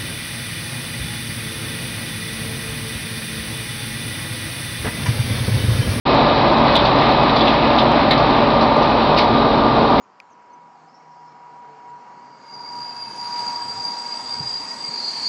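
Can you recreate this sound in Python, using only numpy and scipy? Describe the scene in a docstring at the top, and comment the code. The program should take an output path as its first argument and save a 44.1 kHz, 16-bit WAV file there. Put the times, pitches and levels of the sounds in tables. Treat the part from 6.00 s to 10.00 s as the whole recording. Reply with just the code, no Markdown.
"""A dense roar from the cutting drum and fan of a road milling machine a few metres away.
Grit hisses and crackles on the steel; now and then a lump of asphalt clatters against the panels.
Inside the roar a six-cylinder diesel, two shafts, gears and hydraulic pumps hum and whine.
Tones grow or fade and the hiss drops as the microphone turns from the body to the conveyor."""
import sys
import numpy as np
from scipy import signal
from scipy.fft import rfft, irfft
from scipy.io import wavfile

SR = 44100
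rng = np.random.default_rng(int(sys.argv[2]) if len(sys.argv) > 2 else 0)


def waveform_to_disk(signal):
    """Save audio, clipped to [-1, 1], as 16-bit WAV at the path in sys.argv[1]."""
    frames = np.transpose(np.atleast_2d(signal))
    scaled = np.clip(frames, -1, 1) * 32767
    samples = np.round(scaled).astype(np.int16)
    wavfile.write(sys.argv[1], SR, samples)


N = 176400
T, F = np.arange(N) / SR, np.arange(N // 2 + 1) * SR / N + 1e-6


def undb(db):
    """Decibels to gain."""
    return 10 ** (np.asarray(db) / 20)


def unit(x):
    """Scale to rms 1."""
    return x / np.sqrt(np.mean(x ** 2))


def drift(rate_hz):
    """Smooth random curve, rms 1."""
    return unit(irfft(rfft(rng.standard_normal(N)) / (1 + (F / rate_hz) ** 4), N))


def band(lo_hz, hi_hz):
    """Gain of a steep band-pass."""
    return 1 / np.sqrt((1 + (lo_hz / F) ** 20) * (1 + (F / hi_hz) ** 20))


def colour(spectrum):
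    """Gain through (f/Hz, level/dB) points, falling away past the ends."""
    hz, db = np.array(spectrum, float).T
    return undb(np.interp(np.log(F), np.log(hz), db)) * band(hz[0], hz[-1])


def ring(modes):
    """Complex response of a set of resonances."""
    return sum(undb(db) / (1 + 1j * (F ** 2 - hz ** 2) / (F * width_hz)) for hz, width_hz, db in modes)


def shaped(x, gain):
    """Filter, then scale to rms 1."""
    return unit(irfft(rfft(x) * gain, N))


def grains(per_s, share):
    """Random small impacts, carrying a share of the power, in a smooth rush."""
    clicks = (rng.random(N) < per_s / SR) * rng.standard_normal(N)
    return np.sqrt(share) * unit(clicks) + np.sqrt(1 - share) * rng.standard_normal(N)


def turn_gain(db, change_db):
    """Gain of a tone over the microphone's turn; passes db at mid-turn."""
    return undb(db + change_db * (T / T[-1] - .5))


def hum(cycles, harmonics):
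    """Clean harmonics of a rotating part, random phases."""
    return sum(np.sqrt(2) * turn_gain(db, change_db) * np.sin(2 * np.pi * (k * cycles + rng.random()))
               for k, db, change_db in harmonics)


# Roar and rumble spectra: f/Hz, relative level/dB
ROAR_SPECTRUM = [(65, -29.5), (110, -12.5), (140, -7.5), (182, -5), (212, -4.5), (231, -1), (325, -3),
                 (451, -6), (519, -5.5), (579, -0.5), (654, -2.5), (721, -1), (927, -1), (1090, -4.5),
                 (1180, -6.5), (1220, -7), (1290, -11), (1500, -15.5), (1950, -34), (3300, -120)]
RUMBLE_SPECTRUM = [(18, -23), (28, -17.5), (39, -3.5), (52, -11.5), (75, -7.5), (100, -7), (120, 4.5),
                   (150, -21.5)]


def drum_and_fan():
    """Picks and fan roar over a low rumble; half-octave bands swell together and flicker alone."""
    roar_db, swell_db, flicker_db, rumble_db = -14.5, .43, .53, -31.5
    spectrum = rfft(grains(per_s=600, share=.09)) * colour(ROAR_SPECTRUM)
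    half_octaves = 2 * np.log2(np.clip(F / 125, 1, 16))
    bands = (irfft(spectrum * np.maximum(1 - abs(half_octaves - k), 0), N) for k in range(9))
    roar = unit(sum(part * undb(flicker_db * drift(10)) for part in bands))
    rumble = shaped(rng.standard_normal(N), colour(RUMBLE_SPECTRUM))
    return undb(roar_db + swell_db * drift(23)) * roar + undb(rumble_db) * rumble


# Spectrum of grit on steel: f/Hz, relative level/dB
GRIT_SPECTRUM = [(820, -29), (1400, -6.5), (1730, -2), (1920, -4), (2060, -3), (2410, -4), (2590, -3.5),
                 (2660, -6), (2980, -4), (3890, -2.5), (5040, -15), (5930, -28.5), (7710, -74.5),
                 (13000, -120)]
# Hiss over the turn, before trim: t/s, low-band level/dB, high-band level/dB
HISS_LEVELS = [(.1, -26.5, -27), (0.601, -26.5, -26.5), (1.05, -25.5, -26.5), (1.598, -26, -28.5),
               (2.001, -26.5, -28.5), (2.4, -26.5, -29), (3, -28.5, -29.5), (3.399, -31, -30.5),
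               (4, -29, -29.5)]


def grit():
    """Crumbs hiss on the steel, fading as the microphone turns off the body."""
    trim_db, flicker_db = -.5, .72
    t_s, low_db, high_db = np.array(HISS_LEVELS).T
    hiss = 0
    for db, lo_hz, hi_hz in (low_db, 1300, 3070), (high_db, 3440, 5700):
        crumbs = shaped(grains(per_s=1400, share=.2), colour(GRIT_SPECTRUM) * band(lo_hz, hi_hz))
        hiss += undb(np.interp(T, t_s, db)) * crumbs
    return hiss * undb(trim_db + flicker_db * drift(4))


# Lump hits: t/s, level/dB, rise/s, decay/s, low f/Hz, high f/Hz, dry crunch beside the ring/dB
LUMP_HITS = [(0.751, -14, 0.0052, 0.028, 2950, 4060, -2), (.85, -20.5, .004, 0.026, 2600, 4600, -4),
             (1.016, -26, .004, 0.036, 1550, 2830, -4), (1.292, -20, 0.0022, 0.014, 3000, 4200, -10),
             (1.357, -20.5, 0.0048, 0.033, 3070, 4810, -13), (1.407, -16.5, 0.0024, .014, 3000, 4170, -12),
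             (1.468, -16.5, 0.0066, 0.021, 2500, 3900, 11), (1.779, -16.5, 0.0081, 0.026, 2800, 4300, -1),
             (2.1077, -11.5, 0.0013, 0.024, 1710, 4350, -19), (2.175, -25, 0.0045, 0.016, 3900, 4660, -8),
             (2.608, -26, 0.0043, 0.02, 4300, 4770, -22), (2.82, -28.5, .005, .03, 3270, 5050, -14),
             (3.159, -16.5, 0.027, 0.033, 1920, 4630, 9.5)]
# Panel resonances: f/Hz, width/Hz, relative level/dB
PANEL_MODES = [(1880, 80, 2), (2140, 110, 0), (2530, 80, -7), (3200, 70, -8), (3460, 90, 0), (3610, 60, -1),
               (3930, 100, 2), (4320, 70, -7), (4680, 90, -11)]


def lumps():
    """Each lump strikes, then shatters in a spray of impacts that rings part of the panel's modes."""
    strike_db, strike_s = -9.5, .0017
    out, panel = 0, abs(ring(PANEL_MODES))
    for t_s, db, rise_s, decay_s, lo_hz, hi_hz, crunch_db in LUMP_HITS:
        age_s = T - t_s
        envelope = np.clip(age_s / rise_s, 0, 1) * np.exp(-np.maximum(age_s - rise_s, 0) / decay_s)
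        envelope *= 1 + undb(strike_db) * np.exp(-abs(age_s) / strike_s)
        response = (panel + undb(crunch_db)) * band(lo_hz, hi_hz)
        out += undb(db) * envelope * shaped(grains(per_s=2000, share=.29), response)
    return out


# Firing harmonics: multiple, level/dB, change over turn/dB
FIRING_HARMONICS = [(2, -33.5, 2.5), (3, -25.8, 4), (4, -48, -1), (6, -35.5, 16)]
# Exhaust and casing resonances: f/Hz, width/Hz, relative level/dB
EXHAUST_MODES = [(137.5, 9, 4), (149.6, 10, -4), (245, 46, -3), (288.4, 28, -4.5), (590.6, 14, 2)]


def diesel(clock_s):
    """Uneven firings ring the exhaust over the engine's steady note."""
    firing_hz, scatter, exhaust_db = 76.52, 1.3, -27.5
    cycles = firing_hz * clock_s
    firings = np.diff(np.floor(cycles), prepend=0) * (1 + scatter * rng.standard_normal(N))
    exhaust = shaped(firings, ring(EXHAUST_MODES) * band(140, 750))
    return hum(cycles, FIRING_HARMONICS) + undb(exhaust_db) * exhaust


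# Shaft and pump harmonics: multiple, level/dB, change over turn/dB
FAST_SHAFT_HARMONICS = [(1, -50, 6.5), (2, -34.5, -2.5), (4, -46, 5), (5, -40, -6)]
SLOW_SHAFT_HARMONICS = [(2, -41, 0), (3, -49, 0), (4, -38, 0), (6, -37, 0), (8, -43, 0), (15, -43, 0)]
PUMP_HARMONICS = [(1, -40, -2), (2, -29.5, 6), (3, -35.5, 10), (4, -31, -0.5)]


def shafts_and_pump(clock_s):
    """Two shafts throb against each other under the pump's drone."""
    fast_hz, slow_hz, pump_hz = 29.27, 24.98, 137.6
    shafts = hum(fast_hz * clock_s, FAST_SHAFT_HARMONICS) + hum(slow_hz * clock_s, SLOW_SHAFT_HARMONICS)
    return shafts + hum(pump_hz * clock_s, PUMP_HARMONICS)


# Gear and hydraulic tones: f/Hz, level/dB, change over turn/dB, pitch wander/fraction
GEAR_TONES = [(133.4, -35, -8, .004), (582, -31, -3, .0012), (590.2, -34.5, 0, .0008), (624, -39, 0, .001),
              (734, -36.5, 0, .0015), (798.5, -36.5, 0, .001), (920, -39, 0, .001), (1147, -37, 0, .001),
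              (1199.3, -27.9, 3.5, .001), (1266, -39.5, -2, .002)]
# Thin whistles on the body side: same columns
BODY_WHISTLES = [(2534, -40.5, -7, .002), (3165, -48, 0, .0015), (4015, -44, -4, .003)]


def whines():
    """Gear and hydraulic tones and thin whistles, each wavering in pitch and strength."""
    out, flutter_db = 0, 1.8
    for hz, db, change_db, wander in GEAR_TONES + BODY_WHISTLES:
        cycles = np.cumsum(hz * (1 + wander * drift(8.45))) / SR
        tone = np.sin(2 * np.pi * cycles) * undb(flutter_db * drift(6))
        out += turn_gain(db, change_db) * unit(tone)
    return out


def scene():
    """Mono mix; diesel, shafts and pump follow one governed speed."""
    speed = 1 + .00054 * drift(2)
    clock_s = np.cumsum(speed) / SR
    machinery = diesel(clock_s) + shafts_and_pump(clock_s) + whines()
    return (machinery + drum_and_fan() + grit() + lumps())[None]


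def lowpass(x, hz):
    """Steep treble cut."""
    return signal.sosfilt(signal.ellip(10, .1, 80, hz, fs=SR, output="sos"), x)


def record(dry):
    """Fade in, round the peaks, narrow the band; the highest peaks clip and tick faintly."""
    start_s, fade_s = .052, .012
    soft_limit, ceiling = .695, .705
    faded = dry * np.clip((T - start_s) / fade_s, 0, 1)
    rounded = faded / (1 + (faded / soft_limit) ** 10) ** (1 / 10)
    clipped = np.clip(lowpass(rounded, hz=6050), -ceiling, ceiling)
    return lowpass(clipped, hz=15800)


dry = scene()
out = record(dry)
waveform_to_disk(out)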